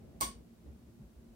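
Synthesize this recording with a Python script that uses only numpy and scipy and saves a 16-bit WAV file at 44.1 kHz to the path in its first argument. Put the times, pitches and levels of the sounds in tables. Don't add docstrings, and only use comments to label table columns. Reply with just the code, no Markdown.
import sys
import numpy as np
from scipy import signal
from scipy.fft import rfft, irfft
from scipy.io import wavfile

SR = 44100
rng = np.random.default_rng(int(sys.argv[2]) if len(sys.argv) > 2 else 0)


def digitize_waveform(pressure):
    field = np.atleast_2d(pressure).T
    bounded = np.clip(field, -1, 1)
    quanta = np.round(bounded * 32767).astype(np.int16)
    wavfile.write(sys.argv[1], SR, quanta)


N = 59535

# frequency_hz, relative_density_db
RUMBLE_COLOUR = [(15, -47), (25, -28), (133, -9), (233, 1), (281, -10), (349, -11), (509, -19), (631, -17),
                 (703, -20.5), (762, -23.5), (1450, -27), (1850, -30), (15500, -37)]
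# frequency_hz, correlation
NOISE_LIKENESS = [(60, 0.8), (180, 0.86), (550, 0.3), (1650, -0.01), (4970, 0), (15000, 0.1)]
# pitch_hz, level_db
HUM_BANDS = [(120, -71), (230, -66.5), (343, -75.5)]
# time_s, level_db
RUSTLE_LEVELS = [(0, -54.5), (.14, -54.5), (.19, -55), (.4, -56), (.5, -66.5), (.635, -63), (.665, -53),
                 (.75, -59), (.85, -64.5), (.89, -57.5), (.96, -69), (1.03, -56.5), (1.13, -70),
                 (1.2, -58.5), (1.27, -64), (1.35, -57.5)]
# frequency_hz, relative_density_db
RUSTLE_SPECTRUM = [(25, -30), (55, 9.5), (100, 1), (300, -5.5), (600, -13), (1100, -28.5), (3000, -38.5),
                   (16000, -88)]
# start_s, relative_level_db, right_minus_left_db
CATCH_CONTACTS = [(0.2059, -14, -4), (0.2095, -5.5, 11), (0.2101, 3, 6), (0.2129, -5, 15.5)]
# frequency_hz, relative_density_db
SNAP_COLOUR = [(60, -17), (200, 1.5), (420, -1.5), (650, 2.5), (1050, 7.5), (1230, -7.5), (1700, -6.5),
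               (2000, -6), (2230, 2.5), (2500, -4), (3300, -4), (4200, -1), (4550, 3.5), (5200, -7),
               (5850, 3.5), (6500, -4.5), (7700, -0.5), (8400, 5), (9100, 11.5), (9700, -6.5),
               (10250, -10.5), (10700, -28), (11200, -12.5), (11900, -2.5), (15400, -4), (16200, -15)]
# frequency_hz, relative_gain_db
DIRECT_COLOUR = [(100, 13.5), (2000, -7), (6000, -1), (9000, 1.5), (15000, 2)]
# frequency_hz, t60_s
ROOM_DECAY = [(100, 0.44), (500, 0.22), (1100, .22), (2300, 0.26), (5500, 0.24), (9000, 0.21),
              (14000, 0.16)]
# frequency_hz, correlation
ROOM_LIKENESS = [(60, 0.6), (290, 1), (640, 0), (1300, 0.02), (15000, 0)]
# start_s, peak_db, pitch_hz, swell_s
SOFT_BUMPS = [(0.208, -48.5, 133, 0.018), (.215, -46, 56.9, .04), (.255, -48.5, 227, 0.025),
              (0.337, -56, 63.5, 0.047), (0.654, -47, 72.2, 0.04), (.69, -55, 231.8, 0.033),
              (0.821, -55, 66.6, 0.039), (.997, -44.5, 129.5, 0.0099), (1.002, -50.5, 213.3, 0.023),
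              (1.006, -52.5, 56.2, 0.035), (1.155, -51.5, 61.8, 0.024), (1.279, -55, 50.4, 0.024)]
# pitch_hz, level_db, t60_s
FRAME_MODES = [(532, -42.5, 0.14), (669, -50, 0.2), (851.4, -41, 0.092), (946, -48, 0.11),
               (1060, -40.5, 0.21)]
# pitch_hz, relative_level_db, base_t60_s
BAR_MODES = [(1109, 0, 0.23), (2256, -10, 0.21), (2945, -18, 0.27), (3375, -9, 0.19), (4597, -16, 0.28),
             (5803, -11, 0.22), (7063, -7, 0.14)]

TIME_S, BINS_HZ = np.arange(N) / SR, np.fft.rfftfreq(N, 1 / SR)


def amp(db):
    return 10 ** (np.asarray(db) / 20)


def unit(x):
    return x / np.sqrt(np.mean(x ** 2) + 1e-20)


def read(points, hz):
    table_hz, value = np.transpose(points)
    return np.interp(np.log(hz + 1), np.log(table_hz + 1), value)


def add(mix, start_s, sound):
    part = mix[:, max(round(start_s * SR), 0):][:, :sound.shape[-1]]
    part += sound[..., :part.shape[1]]


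def pan(db):
    return amp(np.array([[-db / 2], [db / 2]]))


def decay(t, t60, bend=1.205):
    return amp(-60 * (t / t60) ** bend)


def microphone_pair(likeness):
    left, unrelated = rfft(rng.standard_normal((2, N)))
    shared = np.clip(read(likeness, BINS_HZ), -1, 1)
    return np.array([left, shared * left + np.sqrt(1 - shared ** 2) * unrelated])


def noise(colour):
    return unit(irfft(microphone_pair(NOISE_LIKENESS) * amp(read(colour, BINS_HZ)), N))


def pulse(colour, size=4096):
    log_gain = np.log(amp(read(colour, abs(np.fft.fftfreq(size, 1 / SR)))))
    minimum_phase = np.exp(np.conj(signal.hilbert(log_gain)))
    return np.fft.ifft(minimum_phase).real[:size // 2]


def rumble(level_db=-62):
    return amp(level_db) * noise(RUMBLE_COLOUR)


def hum(width_hz=6.4):
    out = np.zeros(N)
    for hz, db in HUM_BANDS:
        band = 1 / (1 + (2 * (BINS_HZ - hz) / width_hz) ** 2)
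        out += amp(db) * unit(irfft(rfft(rng.standard_normal(N)) * band, N))
    return out


def rustle():
    return amp(np.interp(TIME_S, *np.transpose(RUSTLE_LEVELS))) * noise(RUSTLE_SPECTRUM)


def catch(snap_gain_db=-5, direct_gain_db=-13, chatter_s=0.0017, chatter_db=8):
    t = np.arange(SR // 20) / SR
    snap = amp(snap_gain_db) * pulse(SNAP_COLOUR)
    direct = signal.fftconvolve(snap, pulse(DIRECT_COLOUR))
    out, into_room = np.zeros((2, N)), np.zeros((1, N))
    for start_s, db, side_db in CATCH_CONTACTS:
        burst = rng.standard_normal((2, len(t))) * np.exp(-t / chatter_s)
        chatter = amp(chatter_db) * unit(burst) / np.sqrt(len(t))
        chatter[:, 0] += 1
        contact = signal.fftconvolve(chatter, direct[None], axes=1)
        add(out, start_s, amp(direct_gain_db + db) * pan(side_db) * contact)
        add(into_room, start_s, amp(db) * snap)
    return out + room(into_room)


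def room(sound, gain_db=-0.5, side_db=0.2, delay_s=0.0019, build_s=0.0065):
    reflections = irfft(microphone_pair(ROOM_LIKENESS), N)
    hz, t, bands = signal.stft(reflections, SR, nperseg=256)
    bands *= decay(t, read(ROOM_DECAY, hz)[:, None])
    tail = signal.istft(bands, SR, nperseg=256)[1][:, :N]
    tail *= np.clip((TIME_S - delay_s) / build_s, 0, 1)
    answer = signal.fftconvolve(sound, unit(tail) / np.sqrt(N), axes=1)[:, :N]
    return amp(gain_db) * pan(side_db) * answer


def bumps():
    out = np.zeros(N)
    for start_s, db, hz, swell_s in SOFT_BUMPS:
        age_s = np.maximum(TIME_S - start_s, 0)
        swell = (age_s / swell_s) ** 2 * np.exp(2 * (1 - age_s / swell_s))
        out += amp(db) * swell * np.sin(2 * np.pi * hz * age_s)
    return out


def ring(modes, rise_s=0.0036, spread_rad=1.44, flutter_depth=0.82, flutter_hz=22):
    t = np.arange(SR // 2) / SR
    offset = np.array([[-0.5], [0.5]]) * spread_rad
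    lowpass = np.exp(-(np.fft.rfftfreq(len(t), 1 / SR) / flutter_hz) ** 2 / 2)
    out = np.zeros((2, len(t)))
    for hz, db, t60 in modes:
        wander = unit(irfft(rfft(rng.standard_normal((2, 2, len(t)))) * lowpass, len(t)))
        in_phase, quadrature = flutter_depth / np.sqrt(2) * wander
        phase = 2 * np.pi * hz * t + offset
        tone = (1 + in_phase) * np.sin(phase) + quadrature * np.cos(phase)
        out += amp(db) * decay(t, t60) * tone
    return out * (1 - np.exp(-t / rise_s))


def steel(bar_gain_db=-36.5, tilt_db_per_octave=-0.24, ping_boost_db=3.5, ping_t60_share=0.85,
          twin_detune=0.011, twin_db=-6):
    ping_hz, ping_db, ping_t60 = BAR_MODES[0]
    bar = [(ping_hz, ping_db + ping_boost_db, ping_t60 * ping_t60_share)]
    bar += [(hz, db + tilt_db_per_octave * np.log2(hz / ping_hz), t60) for hz, db, t60 in BAR_MODES[1:]]
    twins = [(hz * (1 - twin_detune), db + twin_db, t60) for hz, db, t60 in bar]
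    return ring(FRAME_MODES) + amp(bar_gain_db) * ring(bar + twins)


def scene():
    mix = rumble() + hum() + rustle() + catch() + bumps()
    add(mix, CATCH_CONTACTS[1][0], steel())
    return mix


def record(dry, edge_hz=16000):
    lowpass = signal.firwin(255, edge_hz, window=("kaiser", 8), fs=SR)
    return signal.oaconvolve(dry, lowpass[None], "same")


dry = scene()
out = record(dry)
digitize_waveform(out)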